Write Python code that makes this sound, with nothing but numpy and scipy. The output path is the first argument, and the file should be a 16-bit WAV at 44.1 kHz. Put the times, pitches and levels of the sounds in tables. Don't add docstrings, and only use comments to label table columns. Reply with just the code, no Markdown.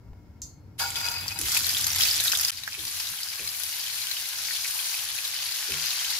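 import sys
import numpy as np
from scipy import signal
from scipy.fft import rfft, irfft, next_fast_len
from scipy.io import wavfile
from scipy.ndimage import uniform_filter1d

SR = 44100
rng = np.random.default_rng(int(sys.argv[2]) if len(sys.argv) > 2 else 0)


def master(y):
    cut = np.clip(np.atleast_2d(y).T, -1, 1)
    pcm = np.round(cut * 32767)
    wavfile.write(sys.argv[1], SR, pcm.astype(np.int16))


def field_ratio(decibels):
    return 10 ** (np.asarray(decibels, dtype=float) / 20)


N = 272979

SILENCE_S = 2.5065, 2.517
LEFT_LEAD = 2


def evened(x):
    return x / np.sqrt(np.mean(x ** 2) + 1e-20)


def read(points, hz):
    f, value = np.transpose(points)
    return np.interp(np.log(hz + 1), np.log(f + 1), value)


def curve(rows):
    s, *columns = np.transpose(rows)
    t = np.arange(N) / SR
    return [np.interp(t, s, column) for column in columns]


def drift(per_s):
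    knots = rng.standard_normal(int(N / SR * per_s) + 3)
    return np.interp(np.arange(N) / SR * per_s, np.arange(len(knots)), knots)


def shaped(x, gain):
    size = next_fast_len(N)
    return irfft(rfft(x, size) * gain(np.fft.rfftfreq(size, 1 / SR)), size)[..., :N]


def add(mix, s, sound, pan_db=2.):
    for side, lean_db in zip(mix, (pan_db / 2, -pan_db / 2)):
        part = side[round(s * SR - lean_db):][:len(sound)]
        part += field_ratio(lean_db) * sound[:len(part)]


# frequency in Hz, likeness from 0 to 1.
LIKENESS = [(25, .5), (60, 0.94), (150, 0.93), (400, 0.72), (1000, 0.46), (3000, 0.15), (6000, 0.22),
            (15000, 0.048)]


def paired(x):
    def same(hz):
        return np.clip(read(LIKENESS, hz), 0, 1)

    shared = shaped(np.roll(x[0], LEFT_LEAD), same)
    own = shaped(x[1], lambda hz: np.sqrt(1 - same(hz) ** 2))
    return np.array([x[0], shared + own])


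def stereo_noise():
    return paired(rng.standard_normal((2, N)))


def echoes(x, t60, start_s):
    taps = np.zeros((2, 8000))
    at = np.arange(0, 7980, 20) + rng.integers(0, 20, (2, 399))
    np.put_along_axis(taps, at, rng.choice([-1., 1.], at.shape), 1)
    t = np.arange(8000) / SR
    taps *= field_ratio(-60 * t / t60) * (t > start_s)
    return signal.oaconvolve(x, taps / np.linalg.norm(taps[0]), axes=1)[:, :N]


# frequency in Hz, relative level in dB per Hz.
AIR_COLOUR = [(880, -25), (1500, -7.0), (2670, -7.5), (5090, -11.0), (7520, -10.0), (8290, -19),
              (11400, -12), (15500, -11), (17000, -2)]


def air():
    hiss = evened(shaped(stereo_noise(), lambda hz: field_ratio(read(AIR_COLOUR, hz))))
    return field_ratio(-67.5) * hiss


# frequency in Hz, relative level in dB per Hz.
ROAR_COLOUR = [(15, -54), (25, -21.0), (93, -0.5), (152, -10.0), (297, -17.5), (359, -22.0), (495, -25.5),
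               (567, -27), (684, -28.5), (1140, -37.0), (1380, -35.5), (3630, -54), (5140, -42),
               (8350, -67), (15500, -58), (17000, -60)]
# frequency in Hz, width in Hz, height above the roar in dB.
DRONES = [(87.5, 3.1, 7), (299.5, 15, 5.5), (950, 120, 7), (1370, 50, 7), (2168, 60, 16.5)]


def burner():
    level_db, sink_from_s, sink_db, sink_time_s = -48, 1.99, -16., 0.77

    def colour(hz):
        drones_db = sum(db / (1 + (2 * (hz - f) / width) ** 2) for f, width, db in DRONES)
        return field_ratio(read(ROAR_COLOUR, hz) + drones_db)

    smooth = uniform_filter1d(uniform_filter1d(rng.standard_normal(N), 2000), 2000)
    flutter_db = evened(smooth)
    roar = evened(shaped(stereo_noise(), colour))
    since_s = np.maximum(np.arange(N) / SR - sink_from_s, 0)
    sinking_db = sink_db * (1 - np.exp(-since_s / sink_time_s))
    return roar * field_ratio(level_db + sinking_db + flutter_db) * field_ratio([[1.2], [-1.2]])


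# start in seconds, level in dB, pitch in Hz,
# spread of the pitch in Hz, time to fade by 60 dB in seconds.
BUMPS = [(0.08, -24.5, 52.6, 23, 0.18), (0.131, -34, 643, 1000, 0.016), (0.428, -33.5, 92, 23, 0.24),
         (1.386, -39.5, 335, 120, 0.36), (1.425, -24, 60.3, 26, 0.16), (2.772, -47.5, 330, 190, 0.45),
         (2.78, -45, 87.2, 69, 0.58), (3.104, -38, 123, 100, 0.11), (3.391, -44.5, 423, 380, 0.32),
         (3.42, -43.5, 100, 64, 0.4), (5.685, -40.5, 396.4, 180, 0.39), (5.697, -37.5, 83.4, 38, 0.32),
         (5.7, -45, 234, 140, 0.21), (5.719, -41, 153, 11, 0.52)]


def bumps():
    out, t = np.zeros((2, N)), np.arange(SR // 2) / SR
    for s, db, hz, spread_hz, t60 in BUMPS:
        a, b = rng.standard_normal((2, len(t)))
        r = np.exp(-np.pi * spread_hz / SR)
        rattle = signal.lfilter([1], [1, -2 * r, r * r], a + 1j * b)
        ring = (np.exp(2j * np.pi * hz * t) * rattle / abs(rattle)).imag
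        soft_start = 1 - np.exp(-t * hz / 2.2)
        add(out, s, ring * field_ratio(db - 60 * t / t60) * soft_start, 2.5)
    return out


# frequency in Hz, relative level in dB,
# time to fade by 60 dB in seconds.
TONG_MODES = [(4240, -12, 0.65), (4380, -22, .3), (4624, -20, 0.65), (4700, -10, 0.43), (5220, -4, 0.16),
              (5350, -10, 0.18), (5830, 7, 0.15), (6200, -13.5, 0.25), (6450, -12, .3), (6870, -12, 0.21),
              (7110, -4, .25), (7634, 3, 0.13)]
# frequency in Hz, relative level in dB per Hz.
SHIMMER = [(880, -73), (1500, -40), (4020, -17), (4180, -15), (4990, -8), (5890, -4), (7020, 0.5),
           (7520, -19), (11100, -25), (13300, -15), (15500, -38), (17000, -18)]


def ticks():
    s, db = 0.418, -29
    dense, thin, t = np.zeros((2, N)), np.zeros((2, N)), np.arange(SR // 2) / SR
    ring = sum(field_ratio(d - 60 * t / t60) * np.sin(2 * np.pi * (hz * t + rng.random()))
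               for hz, d, t60 in TONG_MODES)
    add(thin, s, field_ratio(db - 5.5) * ring / abs(ring).max(), 0.)
    noise = rng.standard_normal(len(t))
    crack, tail = field_ratio(10.5 - 60 * t / 0.013), field_ratio(-2.0 - 60 * t / 0.11)
    add(dense, s, field_ratio(db) * noise * (crack + tail), 0.)
    add(thin, s, field_ratio(db - 23.0 - 60 * t / 0.0055) * noise, 0.)
    dense = shaped(dense, lambda hz: field_ratio(read(SHIMMER, hz)))
    dense *= np.arange(N) >= s * SR
    return thin + dense + field_ratio(2.0) * echoes(dense, 0.3, 0.0023)


# start in seconds, relative level in dB, fade in dB per second,
# edge bite in dB added to the modes over 2 kHz.
STROKES = [(0.792, -38.5, 123, 1), (0.95, -43.5, 86, 2), (1.03, -43.5, 61, 4), (1.085, -43.5, 110, 3),
           (1.257, -47.5, 300, 2), (1.305, -49, 400, 4), (1.349, -46, 404, 4.5)]
# frequency in Hz, width in Hz, relative level in dB.
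POT_MODES = [(493, 30, -8.5), (802, 17, -6), (945, 38, -2.5), (1118, 34, -10.5), (1443, 37, -1),
             (1650, 21, -8), (2245, 25, -6), (2550, 49, -3), (2870, 50, -15), (3470, 38, -8),
             (4030, 46, -9), (4300, 55, -11), (4820, 65, 4), (6100, 74, -14), (6470, 73, -15),
             (7500, 76, -11)]


def scrape():
    slips_per_s, rise_s, lift_s = 1800, 0.017, 1.4
    t = np.arange(N) / SR
    strokes = np.array([np.clip((t - s) / rise_s, 0, 1) * field_ratio(db - fade * np.maximum(t - s, 0))
                        for s, db, fade, _ in STROKES])
    bite_db = np.array(STROKES)[strokes.argmax(0), -1]
    clicks = (rng.random((2, N)) < slips_per_s / SR) * rng.standard_normal((2, N))
    slips = clicks * np.sqrt(SR / slips_per_s) * strokes.max(0) * (t < lift_s)
    span = 2 * SR
    slips, out, t = slips[:, :span], np.zeros((2, N)), t[:4000]
    for hz, width, db in POT_MODES:
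        ring = np.exp(-np.pi * width * t) * np.sin(2 * np.pi * hz * t)
        mode = field_ratio(db) * ring * np.sqrt(4 * np.pi * width / SR)
        drive = slips * field_ratio(4.5 * drift(25.) - 2. + bite_db * (hz > 2000))[:span]
        out[:, :span] += signal.oaconvolve(drive, mode[None], axes=1)[:, :span]
    out = shaped(out, lambda hz: 1 - 1 / (1 + (hz / 600) ** 4))
    return paired(field_ratio(6.0) * out) * field_ratio([[1.2], [-1.2]])


# time in seconds, sizzle level in dB.
FRYING = [
    [(0.78, -59), (0.797, -27.5), (0.87, -35.5), (0.94, -36.5), (0.96, -32.5), (1.1, -34.5), (1.17, -38.5),
     (1.38, -41.5), (1.392, -32.5), (1.45, -29), (1.5, -26), (1.56, -24), (1.635, -26.5), (1.86, -27),
     (1.935, -29), (2.02, -20), (2.18, -25.5), (2.32, -26.5), (2.39, -29), (2.506, -28)],
    [(2.517, -38.5), (2.6, -41), (2.77, -39), (3.025, -33), (3.15, -36), (3.4, -36.5), (3.65, -34.5),
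     (3.775, -34.5), (4.05, -33), (4.3, -34), (4.525, -32), (5.025, -33.5), (5.275, -32.5), (6.19, -30)],
]


def vigour():
    return curve(FRYING[0] + FRYING[1])[0]


def lesser_pops(count=90):
    families_hz = (2300, 5120), (10000, 11000)
    at, size, pitch, family, side = rng.random((count, 5)).T
    start_s = FRYING[0][1][0]
    s = start_s + at * (N / SR - start_s - .02)
    low, high = np.transpose(families_hz)[:, (family > .5).astype(int)]
    db = vigour()[(s * SR).astype(int)] + 4 + 3 * (2 * size - 1)
    pan_db = 4 + 5 * (4 * side - 2)
    return list(zip(s, db, low * (high / low) ** pitch, pan_db))


def bubble(hz, cycles, glide):
    u = np.arange(int(3 * cycles * SR / hz) + 8) * hz / SR
    ring = np.sin(2 * np.pi * (u + glide * u ** 2 / cycles))
    return ring * np.exp(-2.3 * u / cycles) * (1 - np.exp(-1.1 * u))


# start in seconds, level in dB, pitch in Hz,
# left over right in dB.
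POPS = [(0.9048, -19.5, 7500, -1), (0.9572, -20.5, 3430, 4.5), (1.0859, -17, 4800, 5),
        (1.281, -20, 4780, 10), (1.2864, -22, 4600, 2.5), (1.4646, -24, 2880, -5), (1.4925, -22, 4970, -2),
        (1.6931, -16.5, 4760, 3.0), (1.7689, -16, 3620, 0.5), (1.8432, -11, 6080, 2.5),
        (1.9041, -15.5, 5690, 0), (1.932, -19, 5800, -1.0), (1.9599, -27, 5980, -6), (1.9849, -19, 5230, 1),
        (2.0234, -17.5, 4120, -2), (2.0354, -10.5, 5100, -3.5), (2.0854, -15.5, 4560, 1),
        (2.1111, -14.5, 4980, 0.5), (2.142, -18, 5100, 2), (2.2004, -14, 3840, 2.5),
        (2.2584, -26, 1680, 2.5), (2.2797, -14.5, 3780, -0.5), (2.3186, -13, 5460, 1.5),
        (2.3334, -20.5, 1530, 5), (2.3516, -15, 3540, 3.5), (2.3574, -17, 5000, -0.5),
        (2.388, -15, 5760, -3), (2.3974, -15.5, 5080, -0.5), (2.4324, -31, 5080, -2),
        (2.4488, -12, 4930, 4), (2.4828, -16, 5050, 3.5), (2.5735, -28, 4790, 8),
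        (2.6354, -22.5, 3900, 3.5), (2.6768, -21, 1690, -5.5), (2.7314, -23, 5100, 4),
        (2.7494, -26, 2590, -5), (2.7921, -26, 3650, 7), (2.8794, -22, 4600, 6), (3.0001, -23, 5290, 1.5),
        (3.0714, -22.5, 3860, 1.5), (3.1374, -33, 1560, 1.0), (3.2316, -20, 4900, 2),
        (3.2864, -25, 4990, 6.5), (3.3944, -26, 2520, 1), (3.4765, -20, 4270, 5.5),
        (3.4904, -23, 4950, 5.5), (4.1134, -18, 4170, 5.5), (4.5077, -25, 1860, 4),
        (4.6544, -23, 2270, 1.0), (5.2514, -20.5, 3830, 5), (5.7204, -19.5, 2760, 4),
        (5.9065, -20, 4030, 2.5), (6.0467, -21, 3050, 3), (1.2605, -36.5, 950, 4.5),
        (1.3094, -27.5, 2540, 5), (2.0557, -18, 2640, -2), (2.1844, -32, 2720, 10),
        (2.3226, -16.5, 2800, 3.5), (2.4964, -21, 3050, 2), (2.7237, -29, 2600, -5),
        (2.7427, -29, 2550, -3), (2.7614, -38, 2580, 6), (2.9996, -28, 2900, 4), (3.8811, -29, 2250, 7),
        (4.0696, -24, 3020, 7), (4.1679, -23, 3030, 2), (4.4852, -26, 2170, 1), (4.6464, -23, 2400, 4.5),
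        (4.7895, -23.5, 2580, 3), (4.8264, -27, 2920, 1.5), (4.9422, -25, 2540, 0), (4.9911, -25, 3080, 3),
        (5.1876, -25, 2600, 11), (5.7389, -26, 3060, 1.5), (5.913, -25, 2970, 2.5),
        (5.9304, -23, 2590, 0.5), (1.1168, -22, 13100, 5), (1.3897, -15.5, 10100, 4),
        (1.4137, -15.5, 10000, -0.5), (1.5728, -8.5, 11400, 3), (1.6581, -21, 9390, -0.5),
        (1.6671, -11.5, 11200, 6), (1.693, -20, 9830, 5.5), (1.8098, -18, 12000, 2.0),
        (1.8676, -10, 11600, 2.5), (1.9604, -14, 11700, 3), (2.0078, -13, 11700, 3),
        (2.0258, -24, 12000, 6), (2.2044, -15, 11300, -4), (2.2393, -14, 11400, 4),
        (2.2742, -18, 12100, 3.5), (2.2932, -21, 11500, 1.0), (2.357, -23, 11600, -5),
        (2.3735, -11.5, 11600, 0), (2.3979, -21, 12200, -6), (2.4109, -10.5, 11600, 2),
        (2.4508, -20.5, 11700, 5), (2.8514, -19, 11700, 5), (3.475, -20, 10600, 2),
        (3.5997, -19, 11400, 6.5), (3.6351, -16, 11300, 6.5), (4.2881, -22, 12100, 10),
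        (5.0519, -21, 10400, 1.5), (5.8406, -29, 11700, 4), (5.8591, -19.5, 11600, 7),
        (6.105, -18, 11600, 2.5)]
# pitch in Hz, cycles until it has faded by about 20 dB.
RING_CYCLES = [(1500, 3), (2500, 3.7), (4800, 12.2), (6500, 4.5), (11500, 6.1)]


def pops():
    rings, splashes, n = np.zeros((2, N)), np.zeros((2, N)), np.arange(300)
    swell = n / 20.0 * np.exp(1 - n / 32.2)
    for s, db, hz, pan_db in POPS + lesser_pops():
        ring = bubble(hz, np.clip(read(RING_CYCLES, hz), 1, 40), 0.0046)
        add(rings, s, field_ratio(db) * ring / ring.max(), pan_db)
        splash = rng.standard_normal(300) * swell
        add(splashes, s - .0005, field_ratio(db - 7.0) * splash, pan_db)
    out = rings + shaped(splashes, lambda hz: field_ratio(read(SPITTING_COLOUR, hz)))
    return out + field_ratio(-2.0) * echoes(out, 0.049, .001)


def burst_train(chance, spread_db):
    return (rng.random(N) < chance) * field_ratio(spread_db * np.minimum(rng.exponential(1, N), 4))


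def crackle(per_s, spread_db, patchy_db, count=72):
    clumps, out, patch = drift(90.), np.zeros((2, N)), drift(9.)
    for hz in np.geomspace(700, 16500, count):
        cycles, glide, lag, side = rng.random(4)
        grain = bubble(hz, 1.22 + 14 * cycles ** 3 * min(hz / 3500, 6000 / hz, 1), 0.13 * glide)
        patch = .8 * patch + .6 * drift(9.)
        rate = per_s / count * np.sqrt(hz / 3000) * field_ratio(3. * clumps + patchy_db * patch)
        train = burst_train(rate / SR, spread_db)
        sound = evened(signal.oaconvolve(train, grain)[:N]) * np.sqrt(hz)
        left = sound * field_ratio(8.7 * side - 2.5)
        right = np.roll(sound, LEFT_LEAD + round(9 * lag - 4)) * field_ratio(2.5 - 5.5 * side)
        out += [left, right]
    return evened(out)


def spit(per_s, spread_db):
    train = burst_train(per_s / SR, spread_db)
    puff = signal.lfilter([1], [1, -np.exp(-1 / (SR * 0.00057))], train)
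    return evened(paired(puff * rng.standard_normal((2, N))))


# frequency in Hz, relative level in dB per Hz.
SPITTING_COLOUR = [(240, -41), (400, -24), (543, -22.0), (726, -16.0), (1170, -15.5), (1540, -11),
                   (2360, -8.0), (2670, -6.5), (5000, 0), (7550, -4.0), (8400, -12), (11800, -4),
                   (15500, -13.5), (17000, -15.0)]
# frequency in Hz, relative level in dB per Hz.
CALM_COLOUR = [(240, -32), (400, -24), (796, -13.0), (1120, -12.5), (1280, -13.5), (1540, -7), (1930, -7),
               (3010, -2.5), (3360, -3.0), (4220, 1), (6000, -2.0), (7600, -6.0), (8400, -12.0),
               (9500, -6.0), (10600, -6), (11700, -3.0), (13000, -8.5), (15500, -12.5), (17000, -30.0)]
# frequency in Hz, left over right in dB.
LEAN = [(60, -7), (180, 7.5), (550, 1), (1650, 2), (4970, 1), (15000, 2.5)], [(60, 4), (180, 12),
        (550, 1.5), (1650, 3.0), (4970, -1), (15000, -2)]
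# start in seconds, end in seconds, change in dB.
SPRAY_SPELLS = [(2.514, 2.786, -4.5), (3.56, 3.797, 1.5), (4.667, 5.05, 3)]


def sizzle():
    level_db, t = vigour(), np.arange(N) / SR
    first = t < SILENCE_S[0]
    plain_level_db = np.where(first, -29, -34)
    surge_db = np.clip(level_db - plain_level_db, -12, 12)
    heating_s = (t - 4.4) * ~first
    big_db = 0.87 * heating_s - 0.4 * surge_db
    fine_db = np.where(first, 4, 0.5) - 1.1 * heating_s - 0.21 * surge_db
    fine_db = fine_db + sum(db * (t > start) * (t < end) for start, end, db in SPRAY_SPELLS)

    bursts = crackle(per_s=2500, spread_db=3.5, patchy_db=3.5)
    bursts = bursts + np.where(first, field_ratio(-3.5), field_ratio(-7.5)) * spit(per_s=500, spread_db=4.5)
    hiss = np.where(first, field_ratio(-3.5), field_ratio(1.5)) * stereo_noise()
    spots = [np.sqrt(2 / 3) * np.cos(2 * np.pi * (1.7 * t + k / 3)) for k in range(3)]
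    wet = sum(echoes(bursts * spot, 0.12, .001) for spot in spots)
    oil = bursts + field_ratio(-3.0) * paired(wet) + hiss

    wetter, calmer = (evened(shaped(oil, lambda hz: field_ratio(read(colour, hz))))
                      for colour in (SPITTING_COLOUR, CALM_COLOUR))
    oil = np.where(first, wetter, calmer)
    big = shaped(oil, lambda hz: 1 / (1 + (hz / 3500) ** 6))
    fine = shaped(oil, lambda hz: 1 - 1 / (1 + (hz / 8000) ** 8))
    oil = oil + (field_ratio(big_db) - 1) * big + (field_ratio(fine_db) - 1) * fine
    oil = field_ratio(level_db) * oil * (t > FRYING[0][0][0])
    calm, spitting = ([shaped(oil[k], lambda hz: field_ratio((1.5 - k) * read(lean, hz))) for k in (0, 1)]
                      for lean in LEAN)
    return np.where(first, spitting, calm)


def scene():
    t = np.arange(N) / SR
    outside_s = np.maximum(SILENCE_S[0] - t, t - SILENCE_S[1])
    keep = np.clip(outside_s / 0.0011 + .5, 0, 1)
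    return keep * (sizzle() + pops() + scrape() + ticks() + bumps() + burner() + air())


def top_cut(x):
    return signal.sosfilt(signal.butter(12, 16810, fs=SR, output="sos"), x)


def record(dry):
    limited = shaped(dry, lambda hz: np.clip((15750 - hz) / 200, 0, 1) + field_ratio(-34.5))
    return top_cut(limited)


dry = scene()
out = record(dry)
master(out)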